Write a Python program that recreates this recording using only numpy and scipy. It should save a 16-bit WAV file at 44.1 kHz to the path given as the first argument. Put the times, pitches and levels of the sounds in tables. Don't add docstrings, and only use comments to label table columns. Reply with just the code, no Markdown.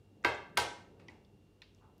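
import sys
import numpy as np
from scipy import signal
from scipy.fft import rfft, irfft
from scipy.io import wavfile

SR = 44100
rng = np.random.default_rng(int(sys.argv[2]) if len(sys.argv) > 2 else 0)


def master_out(mix):
    frames = np.transpose(np.atleast_2d(mix))
    ceiling = np.clip(frames, -1, 1)
    pcm = np.round(ceiling * 32767).astype(np.int16)
    wavfile.write(sys.argv[1], SR, pcm)


def how_loud(loudness_db):
    steps = np.asarray(loudness_db, float) / 20
    return 10 ** steps


N = 88200
ONSET_S = 0.00033


# frequency in Hz, relative level in dB, t60 in seconds (before the cap LONGEST_RING_S).
BODY_MODES = [(346.8, 4.5, 0.16), (466.7, -9.5, 0.14), (688, -11.5, 0.1), (832, -3.5, 0.1), (967, -1, 0.12),
              (1160, -11.5, 0.27), (1358, -14, 0.16), (1560, -4.5, 0.086), (2130, -3, 0.05),
              (2678, -3.5, 0.026), (3190, -13.5, 0.14), (3563, -29.5, 0.081)]
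LATE_CYCLES, SWELL_CYCLES = 2.2, 0.32
LONGEST_RING_S, UNEVEN_DB = 0.11, 1.5
BODY_DB, BODY_TO_ROOM_DB = -5, -11.5
CRACK_DB, CRACK_CYCLES = -6.5, 52


def knock(centre_hz, octaves):
    t = np.arange(SR // 4) / SR
    colour = bell(centre_hz, octaves)
    impulse = 1.0 * (t == 0)
    crack = coloured(impulse, colour, late_cycles=LATE_CYCLES)
    crack = crack / np.abs(crack).max() * (t < 0.1)

    hz, db, t60 = np.transpose(BODY_MODES)[:, :, None]
    since = np.maximum(t - LATE_CYCLES / hz, 0)
    swell = 1 - np.exp(-since * hz / SWELL_CYCLES)
    decay = how_loud(-60 * since / np.minimum(t60, LONGEST_RING_S))
    uneven_db = UNEVEN_DB * rng.standard_normal(hz.shape)
    polarity = rng.choice([-1, 1], hz.shape)
    strength = colour(hz) * how_loud(db + uneven_db) * polarity
    modes = strength * swell * decay * np.sin(2 * np.pi * hz * since)
    rings = how_loud(BODY_DB) * modes.sum(0)

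    noise = rms_one(coloured(rng.standard_normal(len(t)), colour))
    splinter_decay = how_loud(CRACK_DB - 60 * t * centre_hz / CRACK_CYCLES)
    splinter = splinter_decay * np.minimum(t / ONSET_S, 1) * noise
    return crack + splinter + rings, crack + how_loud(BODY_TO_ROOM_DB) * rings


# start in seconds, peak of the crack in dB, centre in Hz, width in octaves, room share in dB.
KNOCKS = [(0.2471, -19, 1860, 0.74, -1), (0.2475, -31, 355, 0.41, -4), (0.2477, -36.5, 9900, 0.54, -1),
          (.2490, -21.5, 1296, 1.04, 4), (0.5718, -23.5, 1630, 1.08, -1), (.5728, -33.5, 350, 0.49, -4),
          (0.575, -19.5, 2980, 1.044, 4), (.5752, -24, 10400, 0.42, -7.5), (0.5788, -24, 1280, 1.1, 3.5),
          (0.6, -26, 4560, 0.55, 0.5)]


def knocks():
    return place([(s, db, room_db, knock(hz, octaves)) for s, db, hz, octaves, room_db in KNOCKS])


SNAP_SPREAD_OCTAVES, SNAP_OCTAVES = 0.2, 0.33
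SECOND_RING_DB = -2.5
SNAP_TICK_DB, TICK_OVER_RING, TICK_OCTAVES, TICK_T60_S = -13, 1.3, 0.7, 0.012


def snap(main_hz, second_hz, t60):
    t = np.arange(SR // 10) / SR
    tick_colour = bell(TICK_OVER_RING * main_hz, TICK_OCTAVES)
    tick = rms_one(coloured(rng.standard_normal(len(t)), tick_colour))
    near = how_loud(SNAP_TICK_DB - 60 * t / TICK_T60_S) * tick
    spread = rng.uniform(-0.94, 1, (2, 7, 1))
    for hz, db, offsets in zip((main_hz, second_hz), (0, SECOND_RING_DB), spread):
        mode_hz = hz * 2 ** (SNAP_SPREAD_OCTAVES * offsets)
        modes = np.sin(2 * np.pi * (mode_hz * t + 7 * offsets))
        near = near + how_loud(db - 60 * t / t60) * modes.sum(0) / np.sqrt(7)
    near = near * np.minimum(t / ONSET_S, 1)
    near = near / np.abs(near).max()

    first, second = bell(main_hz, SNAP_OCTAVES), bell(second_hz, SNAP_OCTAVES)
    second_gain = how_loud(SECOND_RING_DB) * np.sqrt(main_hz / second_hz)
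    impulse = 1.0 * (np.arange(len(t)) == 100)
    click = coloured(impulse, lambda hz: first(hz) + second_gain * second(hz))
    return near, rms_one(click) * np.std(near)


# start in seconds, peak level in dB, main ring in Hz,
# second ring in Hz, room share in dB, t60 in seconds.
SNAPS = [(0.228, -60.5, 1840, 6200, 19, 0.019), (0.24, -38, 1430, 1920, -20, 0.048),
         (0.347, -49, 7200, 5620, -19, 0.03), (.555, -69, 8900, 12000, -19, .015),
         (0.5667, -47, 1500, 1900, -10, .06), (1.083, -47, 2940, 5180, -4.5, 0.021),
         (1.0848, -41.5, 2130, 890, -6.5, 0.051), (1.248, -61, 3160, 4810, -13, 0.03),
         (1.6186, -41.5, 3945, 2570, -5.5, 0.034), (1.62, -56.5, 1372, 938, -8.5, 0.049),
         (1.6218, -52, 1933, 5130, -8.5, 0.029), (1.6316, -55, 4000, 2590, -2, 0.032),
         (1.748, -56, 6430, 5280, -4.5, 0.011), (1.981, -60.5, 11600, 5500, -10, .008)]


def snaps():
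    return place([(s, db, room_db, snap(main_hz, second_hz, t60))
                  for s, db, main_hz, second_hz, room_db, t60 in SNAPS])


RUB_GRAINS_PER_S, RUB_ROOM_DB = 2200, 0.5


def rub(length_s, centre_hz, octaves):
    t = np.arange(SR // 4) / SR
    grains = (rng.random(len(t)) < RUB_GRAINS_PER_S / SR) * rng.standard_normal(len(t))
    grains = rms_one(coloured(grains, bell(centre_hz, octaves)))
    out = grains * np.minimum(t / 0.004, 1) * np.exp(-(t / length_s) ** 2)
    return out, out


# start in seconds, fade length in seconds,
# rms level of the grains before swell and fade in dB, centre in Hz, width in octaves.
RUBS = [(0.992, 0.023, -66, 1270, 1.17), (1.09, 0.02, -74, 4960, 0.61), (1.778, 0.011, -67, 2800, 0.39),
        (1.81, 0.05, -66, 1036, 0.46)]


def rubs():
    return place([(s, db, RUB_ROOM_DB, rub(length_s, hz, octaves)) for s, length_s, db, hz, octaves in RUBS])


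# start in seconds, level in dB.
THUMPS = [(0.2473, -36), (0.5703, -36)]
# frequency in Hz, level within a boom in dB, t60 in seconds.
TABLE_MODES = [(77.1, -10, 0.51), (119, -8, 0.45), (184, -11.5, 0.13), (269.5, -16.5, 0.66)]
THUMP_RISE_S = 0.016


def table():
    out = np.zeros(N)
    for s, db in THUMPS:
        t = np.maximum(np.arange(N) / SR - s, 0)
        swell = 1 - np.exp(-(t / THUMP_RISE_S) ** 2)
        for hz, mode_db, t60 in TABLE_MODES:
            decay = how_loud(db + mode_db - 60 * t / t60)
            out += decay * swell * np.sin(2 * np.pi * hz * t)
    return out


# frequency in Hz, relative level in dB.
ROOM_COLOUR = [(60, -36.5), (200, -22.5), (400, 13), (1000, 3), (2500, 1.5), (6000, -1), (15000, 4.5)]
# frequency in Hz, t60 in seconds.
ROOM_T60 = [(60, 0.85), (160, 1), (420, 0.49), (1100, 0.51), (2900, 0.45), (7700, 0.43), (15000, 0.13)]
ROOM_DB, FIRST_ECHO_S, BUILD_S = -2, 0.0063, 0.0013


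def room(x):
    t = np.maximum(np.arange(SR) / SR - FIRST_ECHO_S, 0)
    tail = np.zeros(SR)
    for hz, band in bands(SR):
        tail += how_loud(at_hz(ROOM_COLOUR, hz) - 60 * t / at_hz(ROOM_T60, hz)) * band
    build_up = 1 - np.exp(-t / BUILD_S)
    tail = tail * build_up / np.sqrt(SR * 0.03)
    return how_loud(ROOM_DB) * signal.fftconvolve(x, tail)[:N]


# frequency in Hz, relative level per Hz in dB.
RUMBLE = [(18, -46), (30, -21), (65, -12), (102, -9), (228, -19), (404, -20), (567, -28.5), (716, -31.5),
          (2370, -44.5), (2700, -39.5), (15000, -56)]
# time in seconds, level in dB (only the rise above the lowest row counts).
SWAY = [(0.0, -74.5), (0.24, -68), (0.46, -67.5), (0.59, -62.5), (0.8, -68), (1.07, -63), (1.25, -71.5),
        (1.44, -73.5), (2.0, -72)]
RUMBLE_DB = -65.5
RUMBLE_PATCHY_DB, PATCHES_PER_S = 1.2, 6


def rumble():
    sway_db = np.interp(np.arange(N) / SR, *np.transpose(SWAY))
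    sway_db = sway_db - sway_db.min()
    steady, swaying = np.zeros((2, N))
    for hz, band in bands(N):
        patchy_db = RUMBLE_PATCHY_DB * (hz < 1500) * drift(PATCHES_PER_S)
        band = how_loud(at_hz(RUMBLE, hz) + patchy_db) * band
        steady += band
        swaying += band * how_loud(sway_db * (150 < hz < 900))
    return how_loud(RUMBLE_DB) / np.std(steady) * swaying


# frequency in Hz, rms level before wavering in dB.
HUM = [(49, -79.5), (99, -71), (199, -79), (301, -79), (399, -84.5), (500, -85.5)]
# frequency in Hz, rms level before wavering in dB.
WHINE = [(2709, -96), (2777, -87), (2843, -96)]
HUM_WAVER_DB, WHINE_WAVER_DB, WAVER_PER_S = 3, 1, 5


def hum_and_whine():
    t = np.arange(N) / SR
    out = np.zeros(N)
    for lines, waver_db in ((HUM, HUM_WAVER_DB), (WHINE, WHINE_WAVER_DB)):
        for hz, db in lines:
            level = np.sqrt(2) * how_loud(db + waver_db * drift(WAVER_PER_S))
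            out += level * np.sin(2 * np.pi * (hz * t + rng.random()))
    return out


def place(blows):
    direct, sent = np.zeros((2, N + SR))
    for s, db, room_db, (near, far) in blows:
        i = int(s * SR)
        direct[i:i + len(near)] += how_loud(db) * near
        sent[i:i + len(far)] += how_loud(db + room_db) * far
    return np.stack([direct[:N], sent[:N]])


def bell(centre_hz, octaves):
    return lambda hz: np.exp(-0.5 * (np.log2(hz / centre_hz) / max(octaves, 0.2)) ** 2)


def coloured(x, colour, late_cycles=0):
    hz = np.maximum(np.arange(len(x) // 2 + 1) * SR / len(x), 30)
    phase = -2 * np.pi * late_cycles * np.log(hz)
    return irfft(rfft(x) * colour(hz) * np.exp(1j * phase), len(x))


EDGES_HZ = 36 * 2 ** np.arange(0, 9.1, 1 / 3)


def bands(length):
    white = rng.standard_normal((2, length + 4000))
    out = []
    for k, (low, high) in enumerate(zip(EDGES_HZ, EDGES_HZ[1:])):
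        band_pass = signal.butter(2, [low, high], "band", fs=SR, output="sos")
        band = signal.sosfilt(band_pass, white[k % 2])[4000:]
        out.append((np.sqrt(low * high), band))
    return out


def drift(rate):
    r = np.exp(-80 * np.pi * rate / SR)
    noise = rng.standard_normal(N // 40 + 2002)
    slow = signal.lfilter([1], [1, -2 * r, r * r], noise)[2000:]
    return np.interp(np.arange(N) / 40, np.arange(len(slow)), rms_one(slow))


def at_hz(points, hz):
    table_hz, values = np.transpose(points)
    return np.interp(np.log(hz), np.log(table_hz), values)


def rms_one(x):
    return x / np.sqrt(np.mean(x ** 2) + 1e-20)


def scene():
    direct, sent = knocks() + snaps() + rubs()
    return (direct + room(sent) + table() + rumble() + hum_and_whine())[None]


def low_pass(x):
    return signal.sosfilt(signal.butter(12, 16810, fs=SR, output="sos"), x)


MIC_LOW_CUT_HZ, MIC_STOP_HZ = 36, 16900


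def record(dry):
    low_cut = signal.butter(3, MIC_LOW_CUT_HZ, "high", fs=SR, output="sos")
    top_cut = signal.cheby2(12, 70, MIC_STOP_HZ, fs=SR, output="sos")
    mix = signal.sosfilt(np.vstack([low_cut, top_cut]), dry)
    return low_pass(mix)


dry = scene()
out = record(dry)
master_out(out)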